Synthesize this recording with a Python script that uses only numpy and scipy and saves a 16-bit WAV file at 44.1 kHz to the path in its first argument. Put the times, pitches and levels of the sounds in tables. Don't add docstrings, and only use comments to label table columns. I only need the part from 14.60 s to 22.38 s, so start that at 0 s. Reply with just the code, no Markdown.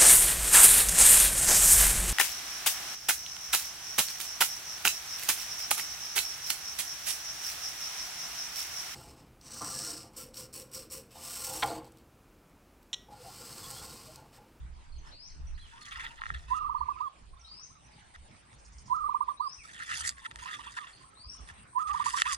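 import sys
import numpy as np
from scipy import signal
from scipy.fft import rfft, irfft, next_fast_len
from scipy.io import wavfile
from scipy.ndimage import uniform_filter1d, map_coordinates

SR = 44100
rng = np.random.default_rng(int(sys.argv[2]) if len(sys.argv) > 2 else 0)


def boost(x):
    u = np.asarray(x, float) / 20
    return 10 ** u


def unload_wav(signal):
    wavfile.write(
        sys.argv[1],
        SR,
        np.round(np.clip(np.atleast_2d(signal).T, -1, 1) * 32767).astype(np.int16),
    )


N = 342944
T = np.arange(N) / SR


def unit(x):
    return x / np.sqrt(np.mean(x ** 2) + 1e-20)


def along(points, hz):
    f, v = np.transpose(points)
    return np.interp(np.log(hz + 1), np.log(f + 1), v)


def curves(rows):
    s, *columns = np.transpose(rows)
    return [np.interp(T, s, column) for column in columns]


def wobble(rate):
    knots = rng.standard_normal(int(N * rate / SR) + 4)
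    return map_coordinates(knots, [T * rate])


def fade(t, length, rise, fall):
    edge = np.minimum(t / rise, (length - t) / fall)
    return np.sin(np.pi / 2 * np.clip(edge, 0, 1)) ** 2


def sine(hz):
    return np.sin(2 * np.pi * np.cumsum(hz) / SR)


def filtered(x, response):
    m = next_fast_len(N + SR // 2)
    return irfft(rfft(x, m) * response(np.fft.rfftfreq(m, 1 / SR)), m)[..., :N]


def patchy(x, patchy_db, long):
    z = signal.stft(x, nperseg=512)[2]
    field = uniform_filter1d(rng.standard_normal(z.shape[1:]), 6, 0)
    field = uniform_filter1d(field, long, 1)
    return signal.istft(z * boost(patchy_db * unit(field)), nperseg=512)[1][:, :N]


def rush(spectrum, alike, patchy_db):
    pair = patchy(rng.standard_normal((2, N)), patchy_db, 10)

    def mid_side(hz):
        turn = np.arccos(np.clip(along(alike, hz), -1, 1)) / 2
        return boost(along(spectrum, hz)) * [np.cos(turn), np.sin(turn)]

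    mid, side = filtered(pair, mid_side)
    return unit(np.array([mid + side, mid - side]))


# (frequency [Hz], 60 dB decay time [s])
GROVE_DECAY = [(800, 0.2), (3000, 0.46), (7000, 0.41)]


def outdoors(x, echo, left_db, lead):
    hz, t, z = signal.stft(rng.standard_normal((2, SR // 2)), SR, nperseg=256)
    decay = boost(-60 * t / along(GROVE_DECAY, hz)[:, None])
    tail = signal.istft(z * decay, SR, nperseg=256)[1][:, :SR // 2]
    tail = tail / np.linalg.norm(tail[0])
    wet = filtered(echo, lambda f: rfft(tail, 2 * len(f) - 2))
    left = boost(left_db) * filtered(x, lambda f: np.exp(1j * lead))
    return np.array([left, x]) + wet * boost([[left_db / 2], [0]])


# (frequency [Hz], density [dB per Hz])
BUFFET_SPECTRUM = [(8, -20), (22, 0), (45, -13.5), (60, -10.5), (90, -120)]
# (frequency [Hz], density [dB per Hz])
RUMBLE_SPECTRUM = [(35, -33), (52, -2), (63, -2.5), (75, -9.5), (110, -22.5), (160, -22.5), (260, -120)]
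# (frequency [Hz], density [dB per Hz])
HISS_SPECTRUM = [(50, -34.5), (95, -2), (500, -17), (900, -11.5), (2450, -18), (9500, -30), (11500, -46),
                 (14500, -90)]
# (frequency [Hz], correlation [-1 to 1])
HISS_LIKENESS = [(60, 1), (290, 0.55), (640, -0.11), (1400, -0.26), (3100, 0.62), (6800, -0.34),
                 (12000, -0.38)]
# (time [s], half width [s], peak level [dB])
WIND_PUFFS = [(.05, .1, -46), (.37, 0.14, -49.5), (0.902, .13, -42), (1.4, 0.083, -58.5),
              (1.75, 0.12, -45.5), (2.1, 0.28, -55.5), (2.72, 0.076, -56.5), (3.62, 0.064, -56),
              (4.15, 0.14, -56), (4.45, 0.047, -52.5), (5, 0.049, -62), (5.45, 0.14, -59.5),
              (5.8, 0.037, -52), (6.68, 0.028, -52), (6.85, 0.073, -49.5), (7.35, 0.074, -52),
              (7.7, 0.049, -56)]


def air():
    breeze_db, buffet_db, veer_db_per_s, hiss_db = -66.5, 3, -2.5, -60.5
    wind = boost(breeze_db)
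    for s, width, db in WIND_PUFFS:
        wind = wind + boost(db) * np.exp(-((T - s) / width) ** 2)
    buffet = boost(buffet_db + veer_db_per_s * T) * rush(BUFFET_SPECTRUM, [(30, 0.25)], patchy_db=2.5)
    rumble = rush(RUMBLE_SPECTRUM, [(60, 0.86)], patchy_db=2.5)
    hiss = boost(hiss_db + 1.44 * wobble(10)) * rush(HISS_SPECTRUM, HISS_LIKENESS, patchy_db=3)
    return (wind * (buffet + rumble) + hiss) * boost([[-.8], [.8]])


# (from time [s], rate [bursts per s])
BURST_RATE = [
    (0, 7.46),
    (.8, 7.62),
    (3.4, 7.32),
    (4.6, 7.5),
]
# (time [s], level [dB])
CRICKET_LEVEL = [
    (0, -79),
    (2.5, -75),
    (4.5, -66),
    (6.5, -65),
    (7.8, -62),
]


def cricket(stroke_rate=114.5):
    s, rate = np.transpose(BURST_RATE)
    rate_now = rate[np.searchsorted(s, T, "right") - 1]
    u = (np.cumsum(rate_now) / SR + .92) % 1
    burst = np.clip(u / .03, 0, 1) * np.clip((.8 - u) / .06, 0, 1) * boost(6 * (u - .6))
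    stroke = (stroke_rate * T + .08 * wobble(20)) % 1
    hz = 8650 + 300 * u - 600 * stroke + 170 * wobble(700)
    stroke_swell = .6 + np.sin(np.pi * stroke ** .6) ** 2
    tone = burst * stroke_swell * boost(1.5 * wobble(110)) * sine(hz)
    tone = unit(tone) * boost(curves(CRICKET_LEVEL)[0])
    return outdoors(tone, boost(-20) * tone, left_db=3.5, lead=-2.3)


# (time [s], length [s], first pitch [Hz], last
# pitch [Hz], level [dB])
CHIRP_NOTES = [(.375, 0.037, 6470, 5740, -63), (0.455, 0.054, 5220, 5400, -68),
               (0.87, 0.015, 5660, 6200, -57), (0.941, 0.03, 3580, 5100, -60.5),
               (0.993, 0.029, 3970, 4170, -57), (1.007, 0.065, 3500, 2870, -57.5),
               (1.212, 0.012, 4490, 4230, -47), (1.77, 0.076, 6030, 4600, -71),
               (1.86, 0.13, 2540, 2880, -59), (1.955, 0.12, 2920, 2534, -66),
               (2.176, 0.019, 4170, 4500, -58.5), (2.317, 0.06, 2800, 2150, -60),
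               (2.438, 0.056, 3270, 3370, -65.5), (2.771, 0.0093, 3660, 3530, -64),
               (2.79, .015, 6300, 6000, -65), (2.808, 0.017, 5760, 5400, -59),
               (2.832, 0.08, 5400, 4900, -68), (2.84, 0.027, 3180, 3200, -68),
               (3.245, 0.029, 5600, 6250, -63.5), (3.27, 0.13, 858, 832, -66),
               (3.334, 0.013, 4240, 5200, -58), (4.977, 0.058, 2810, 2126, -53.5),
               (6.778, .03, 3470, 3360, -64), (7.27, 0.091, 773, 860, -54)]
# (time [s], level [dB])
LOW_BUZZES = [
    (.32, -64),
    (.355, -63),
    (.48, -66),
    (.51, -65),
    (.69, -62),
    (.71, -61),
    (6.325, -58),
    (6.36, -60),
    (6.4, -61),
]
# (time [s], level [dB])
HIGH_BUZZES = [
    (3.925, -68),
    (3.98, -65.5),
    (4.045, -62),
    (4.12, -62.5),
    (4.18, -58.5),
    (4.255, -62),
    (4.345, -67.5),
]


def small_birds():
    x = np.zeros(N)
    for s, length, first, last, db in CHIRP_NOTES:
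        on = slice(int(s * SR), int((s + length) * SR))
        glide = np.linspace(first, last, on.stop - on.start)
        x[on] += boost(db) * fade(T[on] - s, length, 0.19 * length, 0.15 * length) * sine(glide)
    for table, length, band_hz in ((LOW_BUZZES, .022, [4200, 4800]), (HIGH_BUZZES, .035, [4600, 7200])):
        b, a = signal.butter(4, band_hz, "band", fs=SR)
        t = T[:int(length * SR)]
        gate = fade(t, length, 0.12 * length, 0.49 * length)
        for s, db in table:
            puff = unit(signal.lfilter(b, a, rng.standard_normal(SR // 8)))[-len(t):]
            x[int(s * SR):][:len(t)] += boost(db) * gate * puff
    x = x * boost(3.9 * wobble(200))
    return outdoors(x, boost(-1) * x, left_db=-4.0, lead=.1)


# (time [s], pitch [Hz], level [dB])
WHISTLE_GLIDE = [
    (0, 3650, -8),
    (.05, 4600, 2),
    (.12, 5100, 5),
    (.165, 5800, 6.5),
    (.195, 6400, -1),
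    (.225, 6450, -10),
]
# (time [s], stretch [ratio], pitch factor [ratio], level [dB])
WHISTLE_CALLS = [
    (.505, 0.9, 0.98, -61.5),
    (2.841, 1.08, 1.0, -62),
    (4.76, 0.99, 0.98, -64),
    (6.549, 0.99, 0.98, -61.5),
]


def whistles():
    x, (s, pitch, db) = np.zeros(N), np.transpose(WHISTLE_GLIDE)
    for start, stretch, factor, call_db in WHISTLE_CALLS:
        t = np.arange(int(s[-1] * stretch * SR)) / SR
        hz = uniform_filter1d(np.interp(t / stretch, s, factor * pitch), size=900, mode="nearest")
        size = fade(t, t[-1], 0.0058, 0.012) * boost(call_db + np.interp(t / stretch, s, db))
        x[int(start * SR):][:len(t)] = size * sine(hz)
    x = x * boost(4.5 * wobble(90))
    return outdoors(x, boost(5.0) * x, left_db=4.5, lead=2.5)


# (time [s], length [s], body level [dB], crisp part above the body [dB])
RUSTLE_STROKES = [(0.449, 0.05, -61, -12), (0.975, 0.35, -61.5, -12.5), (1.211, 0.024, -56, -9),
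                  (1.248, 0.05, -51, -21), (1.312, 0.14, -45.5, -20.5), (1.443, 0.032, -46, -26),
                  (1.47, 0.081, -57.5, -15), (1.555, 0.045, -53.5, -21), (1.61, 0.12, -53.5, -17),
                  (1.741, 0.012, -42.5, -21), (1.753, 0.11, -54, -20), (1.88, 0.11, -56, -12),
                  (2.382, 0.04, -61, -16), (3.541, 0.024, -52, -18), (4.667, 0.045, -62, -24),
                  (5.57, 0.07, -57, -14.5), (5.642, 0.026, -49, -16.5), (5.709, 0.011, -47, -21),
                  (5.76, 0.017, -51.5, -16), (5.788, 0.066, -50.5, -9.5), (5.859, 0.097, -42.5, -20.5),
                  (5.94, 0.244, -55, -12.5), (6.167, 0.03, -44.5, -22), (6.205, 0.094, -55.5, -15),
                  (6.3, 0.141, -63, -12), (6.876, 0.041, -52.5, -18), (7.184, 0.048, -54.5, -7.5),
                  (7.271, 0.05, -49, -11), (7.333, 0.058, -48, -13), (7.392, 0.042, -47.5, -13.5)]
# (time [s], effort [dB], crisp part above the body [dB])
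LEAF_PULLS = [
    [(5.03, -59.5, -6.5), (5.14, -54.5, -13), (5.235, -40, -17), (5.255, -54, -8.5), (5.3, -37.5, -13.5),
     (5.415, -45, -1.5), (5.428, -46, -16.5), (5.48, -41.5, 6), (5.525, -59, -17)],
    [(7.438, -41.5, -8), (7.53, -45.5, -1.5), (7.548, -49, -11), (7.57, -38.5, 0), (7.615, -38, -8),
     (7.632, -53, -19), (7.648, -55, -25), (7.66, -39, -9.5), (7.756, -37.5, -5.5)],
]


def rustle_force(column):
    force = np.zeros(N + SR)
    for s, length, db, crisp_db in RUSTLE_STROKES:
        t = T[:int((length + .008) * SR)]
        force[int((s - .004) * SR):][:len(t)] += boost(db + column * crisp_db) * fade(t, t[-1], 0.0057, 0.0094)
    for pull in LEAF_PULLS:
        db, crisp_db = curves(pull)
        start, end = pull[0][0], pull[-1][0]
        force[:N] += boost(db + column * crisp_db) * fade(T - start, end - start, .008, 0.0091)
    keep = np.exp(-1 / (.03 * SR))
    settling = signal.lfilter([1 - keep], [1, -keep], force)
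    return (force + boost(-13.5) * settling)[:N]


def modes(table):
    def response(f):
        total = 0
        for k, (c, w, db) in enumerate(table):
            total = total + (-1) ** k * boost(db) * 1j * f * w / (c * c - f * f + 1j * f * w)
        return total
    return response


# (time [s], peak level [dB], crisp part above the peak [dB])
STALK_SNAPS = [(1.2162, -46, -13), (1.4522, -37, -26), (1.618, -30.5, -43), (1.6367, -31, -34),
               (1.657, -35, -33), (1.665, -31.5, -35), (1.692, -42, -16), (1.703, -27, -49),
               (1.7457, -36.5, -13), (3.713, -58, -5), (3.9299, -53, -15), (5.3173, -29, -18),
               (5.4476, -35, -12), (5.477, -33, 11), (5.4923, -32.5, 13), (5.7125, -39, -9),
               (5.7587, -38.5, -1), (6.187, -30, -38), (6.8888, -42, -8), (7.441, -36, -15),
               (7.5825, -34.5, 2), (7.6195, -14, -7), (7.657, -35, -9), (7.729, -34, 1)]
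# (frequency [Hz], width [Hz], level [dB])
BODY_MODES = [(1346, 174, -1), (1862, 207, 0.5), (2710, 255, -8), (3500, 318, -7)]
# (frequency [Hz], width [Hz], level [dB])
CRISP_MODES = [(4700, 820, 1.5), (6300, 590, 5), (8160, 1660, 2.5), (10030, 920, 0.5), (13900, 700, -13.5)]
# (frequency [Hz], left lead [rad])
CLOSE_LEAD = [(300, -12), (1200, 4.5), (1900, 1.6), (3500, 1.05), (5500, -2), (7500, -0.9), (11000, -6.5)]
# (frequency [Hz], left minus right [dB])
CLOSE_LEAN = [(1500, -2), (3500, -0.5), (5000, -11), (8000, 0), (14000, 12.5)]


def rustle():
    def between_ports(f):
        half = .5j * along(CLOSE_LEAD, f) + np.log(boost(along(CLOSE_LEAN, f) / 2))
        return np.exp(half * np.array([[1], [-1]]))

    out = np.zeros((2, N))
    for table, column, gain_db, kick_db, alike in ((BODY_MODES, 0, 1, 7.5, .85), (CRISP_MODES, 1, 5.5, 6.5, .4)):
        ring = modes(table)
        force = rustle_force(column)
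        clumps = boost(2.5 * wobble(70) + 3 * wobble(500))
        grains = clumps * patchy(rng.standard_normal((2, N)), patchy_db=4, long=5)
        grains = grains / np.std(filtered(grains[0], ring)) * force * boost(gain_db)
        grains[1] = alike * grains[0] + np.sqrt(1 - alike ** 2) * grains[1]
        for s, peak_db, bright_db in STALK_SNAPS:
            blow = np.hanning(2.5 + round((1 - column) * max(-.6 * bright_db, 0)))
            rung = irfft(rfft(blow, 2048) * ring(np.fft.rfftfreq(2048, 1 / SR)))
            blow = blow / np.abs(rung).max()
            grains[:, int(s * SR):][:, :len(blow)] += boost(peak_db + column * bright_db + kick_db) * blow
        out += filtered(grains, lambda f: ring(f) * between_ports(f))
    return filtered(out, lambda f: 1 / (1 + (f / 10800) ** 11) ** .5)


def dove(song, calls, left_db, lead, open_hz, swell_db=12, swell_hz=1010, break_hz=1075):
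    slur_hz = 1005
    tied = [False]
    for a, b in zip(song, song[1:]):
        tied.append(b[0] - a[0] - a[1] < .003 and a[3] > slur_hz)
    tied.append(False)
    hz, size, echo = np.full(N, 1e3), np.zeros(N), np.zeros(N)
    for start, stretch, factor, call_db, echo_db in calls:
        for k, (s, length, top, last, db) in enumerate(song):
            tied_in, tied_out = tied[k], tied[k + 1]
            first = song[k - 1][3] - 10 if tied_in else open_hz
            t0, span = start + s * stretch, length * stretch
            on = slice(int(t0 * SR), int((t0 + span) * SR) + 1)
            t, up = T[on] - t0, min(.56 * span, .036)
            rise = np.clip(t / up, 0, 1)
            fall = np.clip((t - up) / (span - up), 0, 1)
            climb = (top - first) * np.sin(np.pi / 2 * rise ** 1.5) ** 2
            pitch = first + climb - (top - last + 30) * fall ** 1.5
            onset = 0.87 * span if top < break_hz else 0.67 * up
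            gate = fade(t, span, 1e-5 if tied_in else onset, 1e-5 if tied_out else .013)
            low = (fall <= 0) | (top < break_hz)
            register = np.where(low, np.tanh((pitch - break_hz) / 22), 1)
            swell = np.where(low, swell_db * np.exp(-((pitch - swell_hz) / 90) ** 2), 0)
            swell = swell + 4 * (1 - rise) * (first > break_hz)
            hz[on] = factor * pitch
            size[on] = gate * register * boost(call_db + db + swell)
            echo[on] = boost(echo_db)
    hz = uniform_filter1d(hz, size=150) + 6 * wobble(120)
    tone = uniform_filter1d(size, size=170) * boost(1.2 * wobble(90)) * sine(hz)
    return outdoors(tone, tone * echo, left_db, lead)


# (time in song [s], length [s], top pitch [Hz], last pitch [Hz], level [dB])
FAR_SONG = [
    (0, 0.0471, 930, 1020, 3),
    (.047, .205, 1229, 1090, -10),
    (.258, 0.036, 1046, 1000, 2.5),
    (.315, 0.0291, 930, 907, 5),
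    (.385, .035, 950, 900, 5),
    (.485, 0.047, 1054, 1063, 2),
]
# (time [s], stretch [ratio], pitch factor [ratio], level [dB], echo [dB])
FAR_CALLS = [
    (1.115, 0.98, 1.0, -56, 4.6),
    (5.36, 0.97, 0.99, -60, 7),
]


def far_dove():
    return dove(FAR_SONG, FAR_CALLS, left_db=8, lead=0.99, open_hz=868,
                swell_db=-1, swell_hz=930, break_hz=1000)


# (time in song [s], length [s], top pitch [Hz], last pitch [Hz], level [dB])
SECOND_SONG = [
    (0, 0.026, 982, 1038, 0),
    (.03, .13, 1276, 1194, 0),
    (.17, .04, 1218, 1075, 0),
    (.245, .04, 1170, 1050, 0),
    (.345, .1, 1258, 990, 0),
]
# (time [s], stretch [ratio], pitch factor [ratio], level [dB], echo [dB])
SECOND_CALLS = [
    (2.009, 0.98, 1.032, -41.5, -12),
    (2.722, 1.07, 1.08, -58, -4),
    (5.815, 1.0, 1.0, -42, -9),
    (6.399, 0.97, 1.075, -58, -1),
]


def second_dove():
    return dove(SECOND_SONG, SECOND_CALLS, left_db=-13.5, lead=2.6, open_hz=930)


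# (time in song [s], length [s], top pitch [Hz], last pitch [Hz], level [dB])
NEAR_NOTES = [(-.036, .016, 1060, 1000, -19), (-.02, .036, 992, 1057, -1), (.016, .04, 1303, 1239, 3.5),
              (.056, .039, 1313, 1204, -1.5), (.095, .035, 1277, 1154, -0.5), (.13, 0.049, 1240, 1001, 1.5),
              (.171, .052, 1233, 986, 1), (.226, .042, 1213, 1002, 3.5), (.288, 0.0425, 1200, 984, 3),
              (.362, .052, 1198, 995, 1.5), (.48, 0.094, 1257, 1027, -0.5)]
# (time [s], stretch [ratio], pitch factor [ratio], level [dB], echo [dB])
NEAR_TIMES = [
    (1.9155, 1.0, 1.0, -29, -14),
    (4.313, 1.0, 1.0, -27.5, -14),
    (7.164, 1.013, 1.0, -28, -14),
]


def near_dove():
    return dove(NEAR_NOTES, NEAR_TIMES, left_db=-11.0, lead=2.15, open_hz=959.5)


def scene():
    background = air() + cricket() + small_birds() + whistles()
    return background + rustle() + far_dove() + second_dove() + near_dove()


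def roll_off(x):
    return signal.sosfilt(signal.butter(12, 15690, fs=SR, output="sos"), x)


def record(dry):
    return roll_off(dry)


dry = scene()
out = record(dry)
unload_wav(out)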